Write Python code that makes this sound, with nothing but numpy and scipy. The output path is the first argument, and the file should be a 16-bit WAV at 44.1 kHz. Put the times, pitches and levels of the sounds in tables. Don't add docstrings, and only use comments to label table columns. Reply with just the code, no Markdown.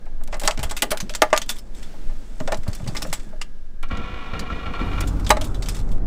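import sys
import numpy as np
from scipy import signal
from scipy.fft import rfft, irfft, next_fast_len
from scipy.io import wavfile
from scipy.ndimage import uniform_filter1d

SR = 44100
rng = np.random.default_rng(int(sys.argv[2]) if len(sys.argv) > 2 else 0)


def materialize(psi):
    bounded = np.clip(np.atleast_2d(psi).T, -1, 1)
    quanta = np.round(bounded * 32767).astype(np.int16)
    wavfile.write(sys.argv[1], SR, quanta)


N = 267510

# start in seconds, level in dB, high fizz in dB above that level,
# main ringing pitch in Hz, fade time in seconds (t60, the time to drop 60 dB), rise time in milliseconds.
KEY_STRIKES = [(0.055, -45, -12, 2100, 0.06, 1.3), (0.2358, -34, 0.5, 2030, 0.037, 1.3),
               (0.2758, -32, -5, 2260, 0.039, 1.2), (0.326, -24, -35, 2530, 0.07, 1.3),
               (0.342, -23.5, -26, 2620, 0.053, 1.3), (0.368, -40, 0, 2060, 0.041, 1.3),
               (0.397, -22, -5, 7800, 0.057, 1.2), (0.414, -27, -6, 7420, 0.077, 1.3),
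               (0.4342, -18.5, -11, 2700, 0.042, 1.2), (0.4472, -22.5, -7.5, 3970, 0.18, 1.3),
               (0.4758, 0, -20, 4500, 0.035, 0.86), (0.5086, -12.5, -25, 2800, 0.038, 1.3),
               (0.5434, -44, -4, 7430, 0.048, 1.3), (0.5751, -19, -20, 2980, 0.027, 1.1),
               (0.5922, -21, -18, 2410, 0.069, 1.2), (0.6301, -14.5, -5.5, 3090, 0.077, 1.6),
               (0.6952, -24, -13, 3330, 0.097, 1.8), (0.7103, -15.5, -7, 7800, 0.045, 1.5),
               (0.766, -16, -10, 2600, 0.11, 1.6), (0.821, -2.5, -3.5, 2930, 0.053, 1.5),
               (0.906, -14.5, -4.5, 4100, 0.079, 1.6), (0.915, -11.5, -4.5, 3100, 0.044, 1.4),
               (0.9724, -19, -9, 2340, 0.057, 1.3), (1.0023, -13.5, -13, 6060, 0.063, 1.3),
               (1.0943, -22.5, -20, 3320, 0.097, 1), (1.1377, -19, -26, 2040, 0.027, 1.2),
               (1.1497, -12, -11, 7330, 0.058, 1.1), (1.2194, -1.5, -14, 2070, 0.041, 0.87),
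               (1.3029, -32, -22, 2640, 0.046, 1.3), (1.3285, -9.5, -28, 2050, 0.07, 1.3),
               (1.3633, -12.5, -16, 2060, 0.035, 1.3), (1.3762, -5, -9, 6670, 0.033, 1.1),
               (1.4168, -12.5, -17, 3440, 0.056, 1.5), (1.4603, -34, -5, 3410, 0.04, 1.3),
               (1.4921, -11, -8.5, 3540, 0.056, 0.82), (1.5002, -18, -6, 3460, 0.1, 1.3),
               (1.5633, -33, -8, 3470, 0.098, 1.3), (1.585, -30, -4, 5300, 0.058, 1.3),
               (1.7466, -38.5, -9, 3630, 0.079, 1.3), (1.827, -28.5, -17, 3380, 0.083, 1.5),
               (2.4014, -25, -24, 2850, 0.041, 1), (2.4755, -19.5, -37, 1980, 0.053, 0.97),
               (2.5202, -15.5, -17, 2330, 0.054, 1.2), (2.5431, -19.5, -27, 4700, 0.036, 1.3),
               (2.5705, -32, -6, 7600, 0.051, 1.3), (2.6336, -32, -12, 2000, 0.038, 1.3),
               (2.6778, -28.5, -6, 4480, 0.073, 1.5), (2.73, -23.5, -19, 4500, 0.057, 1.4),
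               (2.7496, -27.5, -5, 5600, 0.065, 1.3), (2.8414, -36, -21, 3010, 0.06, 1.3),
               (2.8744, -21.5, -18, 4630, 0.087, 1.3), (2.949, -26, -11, 2530, 0.072, 1.3),
               (2.966, -15, -28, 5200, 0.078, 1.4), (3.0205, -15, -9, 5430, 0.074, 1.6),
               (3.07, -31, -7, 7150, 0.055, 1.3), (3.0989, -34, -13, 5460, 0.046, 1.3),
               (3.1281, -12, -8, 7730, 0.088, 1.3), (3.1986, -31.5, -29, 2110, 0.06, 1.3),
               (3.4137, -15.5, -23, 2850, 0.058, 0.93), (3.8276, -31.5, -5.5, 2560, 0.045, 1.3),
               (3.8861, -40, -28, 2080, 0.06, 1.3), (3.9716, -28, -28, 2940, 0.038, 1.3),
               (4.3933, -19.5, -15, 4480, 0.06, 1.15), (5.0063, -15, -8.5, 2310, 0.051, 1.6),
               (5.0728, -24.5, -6.5, 7140, 0.087, 1.5), (5.1967, -30.5, -10, 2220, 0.052, 1.3),
               (5.247, -27, -25, 5080, 0.034, 1.3), (5.265, -18, -29, 3500, 0.073, 1.3),
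               (5.2924, -19, -2, 3470, 0.043, 1.5), (5.3045, 1.5, -12.5, 2400, 0.04, 1.5),
               (5.369, -18, -23, 2000, 0.037, 1.5), (5.4115, -17.5, -11, 3270, 0.064, 1.3),
               (5.4424, -27.5, -6, 3570, 0.12, 1.5), (5.5448, -30.5, -13, 3430, 0.096, 1.3),
               (5.6227, -21.5, -17, 4600, 0.085, 1.3), (5.6592, -28.5, -18, 3140, 0.11, 1.4),
               (5.686, -17.5, -7, 5100, 0.087, 1.3), (5.745, -30, -10, 3550, 0.18, 1.7),
               (5.7886, -33.5, -8, 4060, 0.1, 1.8), (5.89, -38, -10, 2030, 0.044, 1.8),
               (5.9155, -37, -6, 3370, 0.077, 1.3)]
# pitch in Hz, level in dB, fade time in seconds.
KEY_TONES = [(2310, -6, .04), (2750, -5, .03), (3200, -6, .03), (3520, 0, .06), (4500, -5, .035),
             (5280, -3, .05), (6100, -6, .035), (7250, -4, .045), (7700, -6, .035), (8600, -8, .035),
             (9300, -7, .04), (10150, -9, .05), (11450, -9, .04), (13750, -11, .04)]
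KEY_PITCH_FACTORS = [.9, .95, 1, 1.06, 1.12]
# frequency in Hz, level in dB.
CLATTER_COLOUR = [(700, -8), (1500, 1), (3000, 0.5), (5000, 0.5), (8000, -2.5), (11000, -34)]
FIZZ_COLOUR = [(5000, -33), (8000, -2.5), (12000, -9), (15500, -10)]


def key_strikes():
    start, db, fizz_db, main_hz, t60, rise_ms = np.transpose(KEY_STRIKES)
    rise = rise_ms / 1000
    contacts = flutter(hz=340, depth_db=2.2)
    clatter = bursts(start, db - 12.5, t60, rise)
    clatter += bursts(start, db - 5.5, 0.0067, 0.44 * rise)
    fizz = bursts(start, db + fizz_db - 4.5, 0.71 * t60, rise)
    fizz += bursts(start, db + fizz_db - 16.5, 0.006, 0.24 * rise)
    out = contacts * (clatter * noise(CLATTER_COLOUR) + fizz * noise(FIZZ_COLOUR))
    ring_left = 0.6
    rings = [ring(np.multiply(KEY_TONES, [pitch, 1, ring_left])) for pitch in KEY_PITCH_FACTORS]
    chosen = rng.integers(0, len(rings), len(start))
    tone_gains = amp(2 * rng.standard_normal((len(start), len(KEY_TONES))))
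    for k in range(len(start)):
        key_ring = tone_gains[k] @ rings[chosen[k]]
        add(out, start[k], rattled(key_ring, db[k] - 41, t60[k], rise[k]))
        main_ring = ring([(main_hz[k], 0, .008)])[0]
        add(out, start[k], rattled(main_ring, db[k] - 23.5, 0.92 * t60[k], rise[k]))
    return out


# start in seconds, level in dB, brightness in dB per octave, fade time in seconds.
COVER_KNOCKS = [(0.062, -34, -17, 0.094), (0.21, -30.5, 2, 0.043), (0.281, -36, -22, 0.079),
                (0.327, -21.5, 4, 0.2), (0.415, -24.5, -16, 0.11), (0.435, -22, 4, 0.18),
                (0.477, -10.5, 6.5, 0.12), (0.576, -30.5, -3, 0.6), (0.63, -23.5, 5, 0.11),
                (0.711, -19, 5, 0.085), (0.823, -14, 8, 0.11), (0.916, -12, -8, 0.13),
                (1.002, -25, 5, 0.026), (1.1, -32, -44, 0.057), (1.149, -20.5, 3, 0.028),
                (1.183, -44, -4, 0.091), (1.22, 2, 0.5, 0.069), (1.302, -36, 12.5, 0.048),
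                (1.329, 1, -3, 0.078), (1.364, -26, -7, 0.11), (1.493, -34, -19, 0.074),
                (1.939, -37, -5, 0.093), (2.096, -37, 0, 0.14), (2.403, -21, -8, 0.058),
                (2.476, -18.5, -22, 0.14), (2.52, -9, -7, 0.074), (2.548, -40, -21, 0.051),
                (2.666, -31.5, -12, 0.25), (2.739, -53, -13, 0.05), (2.799, -26.5, -1, 0.019),
                (2.864, -30, -11, 0.27), (2.95, -26, 12, 0.14), (3.02, -18, 8, 0.02),
                (3.049, -20, -30, 0.06), (3.127, -18.5, 6, 0.034), (3.327, -30.5, -29, 0.036),
                (3.413, -30, 13, 0.026), (5.267, -34, -7, 0.062), (5.303, 0, 2, 0.076),
                (5.369, -15, -1, 0.065), (5.413, -23, -11, 0.059), (5.684, -29, -7, 0.066)]
# pitch in Hz, level in dB, fade time in seconds.
COVER_TONES = [(545, -11, .05), (612, -5, .11), (655, -4, .07), (740, -6, .04), (840, 0, .055),
               (960, -7, .04), (1110, -5, .05), (1200, -11, .12), (1450, -9, .035), (1820, -10, .04),
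               (2060, -8, .04)]
# frequency in Hz, level in dB.
KNOCK_COLOUR = [(150, -43), (300, -10), (450, -8), (600, 1.5), (900, -6), (1600, -9.5), (3000, -21.5)]


def column_knocks():
    start, db, brightness, t60 = np.transpose(COVER_KNOCKS)
    out = bursts(start, db - 8, t60, rise_s=0.00057) * noise(KNOCK_COLOUR)
    rings = ring(COVER_TONES)
    octaves = np.log2(np.transpose(COVER_TONES)[0] / 800)
    for k in range(len(start)):
        tone_gains = amp(brightness[k] * octaves + 0.58 * rng.standard_normal(len(COVER_TONES)))
        cover = tone_gains @ rings
        add(out, start[k], amp(db[k] - 15.5) * cover)
        add(out, start[k], rattled(cover, db[k] - 33.5, 0.65 * t60[k], rise_s=0.00073))
    return out


# time in seconds, level in dB.
SCRAPE_MOVES = [
    [(.28, -75), (.33, -54), (.38, -70), (.45, -51), (.53, -48), (.56, -71), (.64, -50), (.73, -59),
     (.8, -58), (.95, -71), (1.04, -56), (1.07, -75)],
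    [(1.5, -41), (1.6, -63), (1.73, -71.5), (1.77, -52), (1.95, -70), (2.38, -60.5)],
    [(2.4, -60), (2.55, -59), (2.62, -65.5), (2.75, -53), (2.85, -56.5), (3.03, -51.5), (3.18, -53),
     (3.3, -65)],
    [(5.05, -62), (5.22, -64), (5.28, -47), (5.39, -73), (5.43, -45.5), (5.52, -60), (5.6, -62.5),
     (5.65, -52.5), (5.77, -45), (5.86, -67.5), (5.93, -56), (5.97, -71)],
]
# frequency in Hz, level in dB.
SCRAPE_COLOUR = [(500, -39), (900, 9), (1800, 8.5), (3500, -0.5), (5500, 3.5), (8000, 10), (11000, -9.5),
                 (14000, -11), (16000, -44)]


def key_scrapes():
    level = sum(gate * amp(db) for gate, (db,) in map(curve, SCRAPE_MOVES))
    singing = evened(signal.oaconvolve(rng.standard_normal(N), ring(KEY_TONES).sum(0))[:N])
    return level * flutter(hz=100, depth_db=2.45) * (noise(SCRAPE_COLOUR) + .5 * singing)


# start in seconds,
# level in dB, fade time in seconds, level in dB of the engine's shudder afterwards.
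STARTER_KICKS = [(3.8295, -30.5, .11, -46), (3.91, -28.5, 0.06, -29), (4.333, -28.5, 0.083, -29),
                 (4.501, -37.5, 0.17, -31.5), (4.659, -34.5, 0.092, -30.5), (4.7357, -33, 0.13, -41),
                 (4.792, -34, 0.21, -37), (4.914, -38.5, 0.14, -32.5), (4.9757, -31, .11, -40),
                 (5.007, -43, 0.13, -28)]
# pitch in Hz, width in Hz, level in dB.
CASE_TONES = [(1110, 79, 21.5), (1358, 46, 28), (1800, 20, 5), (1927, 70, 10.5), (2353, 156, 16),
              (2846, 76, 14.5), (3100, 91, -25), (3600, 42, -16), (3800, 79, -23), (4280, 60, 5)]
# frequency in Hz, level in dB.
GRIND_COLOUR = [(250, 5.5), (500, 3), (900, 4), (1600, 2.5), (2500, -1.5), (3600, -2.5), (4300, -14),
                (5500, -18), (9000, -31.5), (12500, -59), (13800, -35), (15500, -45)]
SHUDDER_COLOUR = [(18, -33), (30, -5), (59, 7), (119, -7), (161, -5.5), (301, -8), (363, -18.5),
                  (479, -10.5), (600, -23), (780, -13), (1320, -120)]


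def starter():
    on_s, off_s = 3.912, 5.04
    free_teeth_hz, loaded_teeth_hz = 248, 232
    t = np.arange(N) / SR
    gate = np.clip(np.minimum((t - on_s) / 0.019, (off_s - t) / 0.017) + 1, 0, 1)
    start, kick_db, t60, shudder_db = np.transpose(STARTER_KICKS)
    last_kick = np.maximum(np.searchsorted(start, t) - 1, 0)
    since_kick = abs(t - start[last_kick])
    until_kick = abs(np.append(start, N / SR)[last_kick + 1] - t)
    load = np.exp(-abs(t - start[:, None]).min(0) / 0.06)
    choke_db = -4.5 * np.exp(-until_kick / 0.025)
    effort = gate * amp(-36.5 + choke_db) + bursts(start, kick_db, t60, rise_s=0.0015)
    teeth_hz = free_teeth_hz + (loaded_teeth_hz - free_teeth_hz) * load
    teeth_passed = np.cumsum(teeth_hz * flutter(hz=40, depth_db=.06)) / SR
    clicks = evened(np.diff(np.floor(teeth_passed), prepend=0) * flutter(hz=60, depth_db=2))
    rough = flutter(hz=100, depth_db=2) * rng.standard_normal(N)
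    click_share = 0.8 - 0.5 * load
    teeth = click_share * clicks + np.sqrt(1 - click_share ** 2) * rough
    case = sum(amp(db) * resonate(resonate(teeth, hz, 2 * width), hz, 2 * width)
               for hz, width, db in CASE_TONES)
    grind = 0.6 * evened(case) + 0.74 * coloured(teeth, GRIND_COLOUR)
    shudder = amp(shudder_db[last_kick] - 46 * since_kick)
    shudder = uniform_filter1d(shudder, size=300) * flutter(hz=41, depth_db=3.2)
    return effort * grind + gate * shudder * noise(SHUDDER_COLOUR)


# time in seconds, then the boom, roar and valve hiss levels in dB.
ENGINE_LEVELS = [(4.78, -38, -34, -43), (4.85, -32, -34, -42), (5.02, -24.5, -39, -46.5),
                 (5.23, -28, -35, -46.5), (5.42, -29.5, -37, -45.5), (6.07, -39, -39, -61)]
# time in seconds, firings a second, level of the firing hum in dB.
ENGINE_SPEED = [(4.75, 32, -40), (4.9, 40, -30), (5.05, 47, -26), (5.15, 50, -24.5), (5.3, 48.5, -27),
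                (5.45, 43, -34), (5.6, 36.5, -27), (5.8, 36, -25.5), (6.07, 36, -25)]
# multiple of the firing rate, level in dB.
HUM_TONES = [(1, 0), (3, -14), (4.5, -19), (5.5, -22)]
# frequency in Hz, level in dB.
BOOM_COLOUR = [(20, 6), (36, 8), (50, 5), (65, -19), (86, 11.5), (108, -2), (130, -27), (162, -4.5),
               (200, -22), (240, -31), (280, -2), (330, -11.5)]
ROAR_COLOUR = [(24, -21), (40, -8.5), (65, -8.5), (96, -31.5), (134, -16), (168, -19), (362, -23),
               (592, -32), (700, -32), (910, -33), (1540, -120)]
VALVE_COLOUR = [(290, -22), (500, -11), (811, 5), (1360, 6), (1620, -1), (1820, -40), (9000, -56),
                (11700, -84), (19800, -120)]
# pitch in Hz, width in Hz, level in dB compared with the boom.
FLOOR_PANEL = (92, 17, -11)
# start in seconds, level in dB, fade time in seconds.
FIRST_FIRING = (4.806, -21, 0.19)


def engine():
    gate, (boom_db, roar_db, hiss_db) = curve(ENGINE_LEVELS, fade_s=0.027)
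    _, (firing_hz, hum_db) = curve(ENGINE_SPEED)
    firings = np.cumsum(firing_hz) / SR
    firings -= firings[round(4.4 * SR)]
    firing_lift_db, shaft_lift_db = -0.5, 1.5
    boom = np.zeros(N)
    for k in range(2, 29):
        lift_db = firing_lift_db * (k % 4 == 0) + shaft_lift_db * (k % 4 == 2)
        gain = amp(level_at(BOOM_COLOUR, firing_hz * k / 4) + lift_db)
        boom -= gain * np.cos(2 * np.pi * (k / 4 * firings + rng.normal(0, 0.21)))
    boom /= np.sqrt(np.mean(boom[gate > 0] ** 2))
    hum = -np.sqrt(2) * sum(amp(hum_db + db) * np.cos(2 * np.pi * k * firings) for k, db in HUM_TONES)
    panel = noisy_tone(*FLOOR_PANEL)
    throb = evened(1.03 + np.exp(-(firings % 1) / 0.55))
    roar = (amp(roar_db) * throb + bursts(*FIRST_FIRING, rise_s=0.0023)) * noise(ROAR_COLOUR)
    hiss = amp(hiss_db) * throb * noise(VALVE_COLOUR)
    return gate * (amp(boom_db) * (boom + panel) + hum + roar + hiss)


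# start in seconds, level in dB, pitch in Hz, fade time in seconds.
SEAT_THUMPS = [(0.313, -32, 118, 0.048), (0.433, -27, 220, 0.16), (0.574, -28.5, 202, 0.12),
               (0.583, -21, 60, 0.17), (0.63, -21, 48.6, 0.21), (0.818, -27, 327, 0.23),
               (0.905, -33, 198, 0.14), (1.026, -25.5, 153, 0.2), (1.214, -33, 137, 0.096),
               (1.322, -41, 318, 0.1), (2.04, -34, 80, 0.19), (2.406, -21.5, 174, 0.15),
               (2.438, -27, 155, 0.14), (2.518, -27.5, 208, 0.17), (2.578, -25.5, 97, 0.1),
               (2.681, -7.5, 93, 0.046), (2.722, -35, 310, 0.07), (2.805, -19, 185, 0.037),
               (2.826, -19.5, 89, 0.08), (2.858, -20, 103, 0.11), (2.884, -14, 91, 0.057),
               (2.92, -28, 139, 0.088), (2.948, -31.5, 256, 0.13), (3.027, -28, 150, 0.16),
               (3.076, -27, 137, 0.11), (3.26, -40, 188, 0.24), (3.562, -47.5, 258, 0.081),
               (3.734, -34.5, 92, 0.095)]


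def seat_thumps():
    out = np.zeros(N)
    for start, db, hz, t60 in SEAT_THUMPS:
        puff = resonate(rng.standard_normal(SR // 4), hz, width=hz)
        puff = resonate(puff, hz, width=hz)
        add(out, start, evened(puff) * blow(db, t60, rise_s=0.0044))
    return out


def cabin_echo(sound):
    t = np.arange(SR // 4) / SR
    dull = signal.lfilter([.25], [1, -.75], rng.standard_normal(len(t))) * amp(-60 * t / 0.18)
    bright = 0.84 * rng.standard_normal(len(t)) * amp(-60 * t / 0.11)
    tail = (dull + bright) * (t > .003)
    return signal.oaconvolve(sound, tail / np.linalg.norm(tail))[:N]


# time in seconds, level in dB.
SWAY_LEVELS = [(0.0, -29.5), (0.15, -16.5), (0.9, -24.5), (1.96, -25.5), (2.09, -15.5), (2.28, -29.5),
               (2.4, -18.5), (2.72, -21), (2.8, -30), (2.96, -22), (3.72, -24.5), (3.87, -16), (4.05, -27),
               (5.36, -26.5), (5.47, -16.5), (5.68, -31.5), (5.9, -13), (6.07, -18)]
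# frequency in Hz, level in dB.
SWAY_COLOUR = [(2, -23), (6, 4), (12, 9), (20, -1.5), (30, -15.5), (45, -32), (70, -29.5), (100, -61)]


def air_sway():
    _, (db,) = curve(SWAY_LEVELS)
    sway = noise(SWAY_COLOUR)
    sway /= np.sqrt(uniform_filter1d(sway ** 2, size=6000) + 0.17)
    return amp(db) * sway


# time in seconds, hush level in dB, hiss level in dB.
HUSH_LEVELS = [(0, -42.5, -63), (.45, -40, -64.5), (1.3, -40, -54), (1.6, -41, -67), (1.85, -39, -53),
               (2.33, -41, -58), (3, -34.5, -55), (3.5, -46, -63), (3.8, -48, -67), (3.9, -40.5, -64),
               (4.75, -35.5, -58.5), (5.02, -30.5, -50.5), (5.7, -32, -67), (6.07, -32, -65)]
# frequency in Hz, level in dB.
HUSH_COLOUR = [(21, -39.5), (35, -9), (64, -31.5), (134, -32.5), (228, -29.5), (357, -37), (632, -41.5),
               (703, -44), (783, -44.5), (2500, -66), (3250, -99), (5500, -120)]
HISS_COLOUR = [(1200, 0), (2500, -5), (5000, -7), (9000, -14.5), (16000, -23)]


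def cabin_hush():
    _, (hush_db, hiss_db) = curve(HUSH_LEVELS)
    return amp(hush_db) * noise(HUSH_COLOUR) + amp(hiss_db) * noise(HISS_COLOUR)


# pitch in Hz, width in Hz, level in dB.
PUMP_TONES = [(1230, 30, -65), (1634, 59, -56)]
# time in seconds, dB added to its tones.
PUMP_SWELL = [(0, -10), (2.9, -16), (3.2, -1), (3.7, -15), (3.9, 1), (6.07, -51)]


def fuel_pump():
    _, (swell_db,) = curve(PUMP_SWELL)
    return amp(swell_db) * sum(noisy_tone(*tone) for tone in PUMP_TONES)


def amp(db):
    return 10 ** (np.asarray(db) / 20)


def evened(x):
    return x / np.sqrt(np.mean(x ** 2) + 1e-20)


def curve(rows, fade_s=0.023):
    times, *columns = np.transpose(rows)
    t = np.arange(N) / SR
    gate = np.clip(np.minimum(t - times[0], times[-1] - t) / fade_s + 1, 0, 1)
    return gate, [np.interp(t, times, column) for column in columns]


def level_at(colour, hz):
    table_hz, db = np.transpose(colour)
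    return np.interp(np.log(hz + 1), np.log(table_hz + 1), db, left=-90, right=-90)


def coloured(x, colour):
    size = next_fast_len(N)
    gains = amp(level_at(colour, np.fft.rfftfreq(size, 1 / SR)))
    return evened(irfft(rfft(x, size) * gains, size)[:N])


def noise(colour):
    return coloured(rng.standard_normal(N), colour)


def flutter(hz, depth_db):
    return amp(depth_db * noise([(hz / 10, 0), (hz, 0), (2 * hz, -20)]))


def resonate(x, hz, width):
    decay = np.exp(-np.pi * width / SR)
    return 2 * signal.lfilter([1 - decay], [1, -decay * np.exp(2j * np.pi * hz / SR)], x).real


def noisy_tone(hz, width, db):
    return amp(db) * evened(resonate(rng.standard_normal(N), hz, width))


def ring(tones):
    hz, db, t60 = np.transpose(tones)[:, :, None]
    t = np.arange(SR // 6) / SR
    direction = (-1) ** np.arange(len(hz))[:, None]
    return direction * amp(db - 60 * t / t60) * np.sin(2 * np.pi * hz * t)


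def blow(db, t60, rise_s):
    t = np.arange(SR // 4) / SR
    return amp(db - 60 * t / abs(t60)) * (1 - np.exp(-t / abs(rise_s)))


def bursts(starts, db, t60, rise_s):
    out = np.zeros(N)
    for start, *shape in np.broadcast(starts, db, t60, rise_s):
        add(out, start, blow(*shape))
    return out


def rattled(ringing, db, t60, rise_s):
    rattle = blow(db, t60, rise_s)[:2000] * rng.standard_normal(2000)
    return signal.fftconvolve(ringing, rattle)


def add(mix, start_s, sound):
    part = mix[round(start_s * SR):][:len(sound)]
    part += sound[:len(part)]


def scene():
    keys = key_strikes() + column_knocks() + key_scrapes()
    echo = amp(-17) * cabin_echo(keys)
    background = seat_thumps() + air_sway() + cabin_hush() + fuel_pump()
    return (keys + echo + background + starter() + engine())[None]


def record(dry):
    clipped = np.clip(dry, -1, 1)
    low_pass = signal.firwin(255, 15900, window=("kaiser", 8), fs=SR)
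    return signal.oaconvolve(clipped, low_pass[None], "same")


dry = scene()
out = record(dry)
materialize(out)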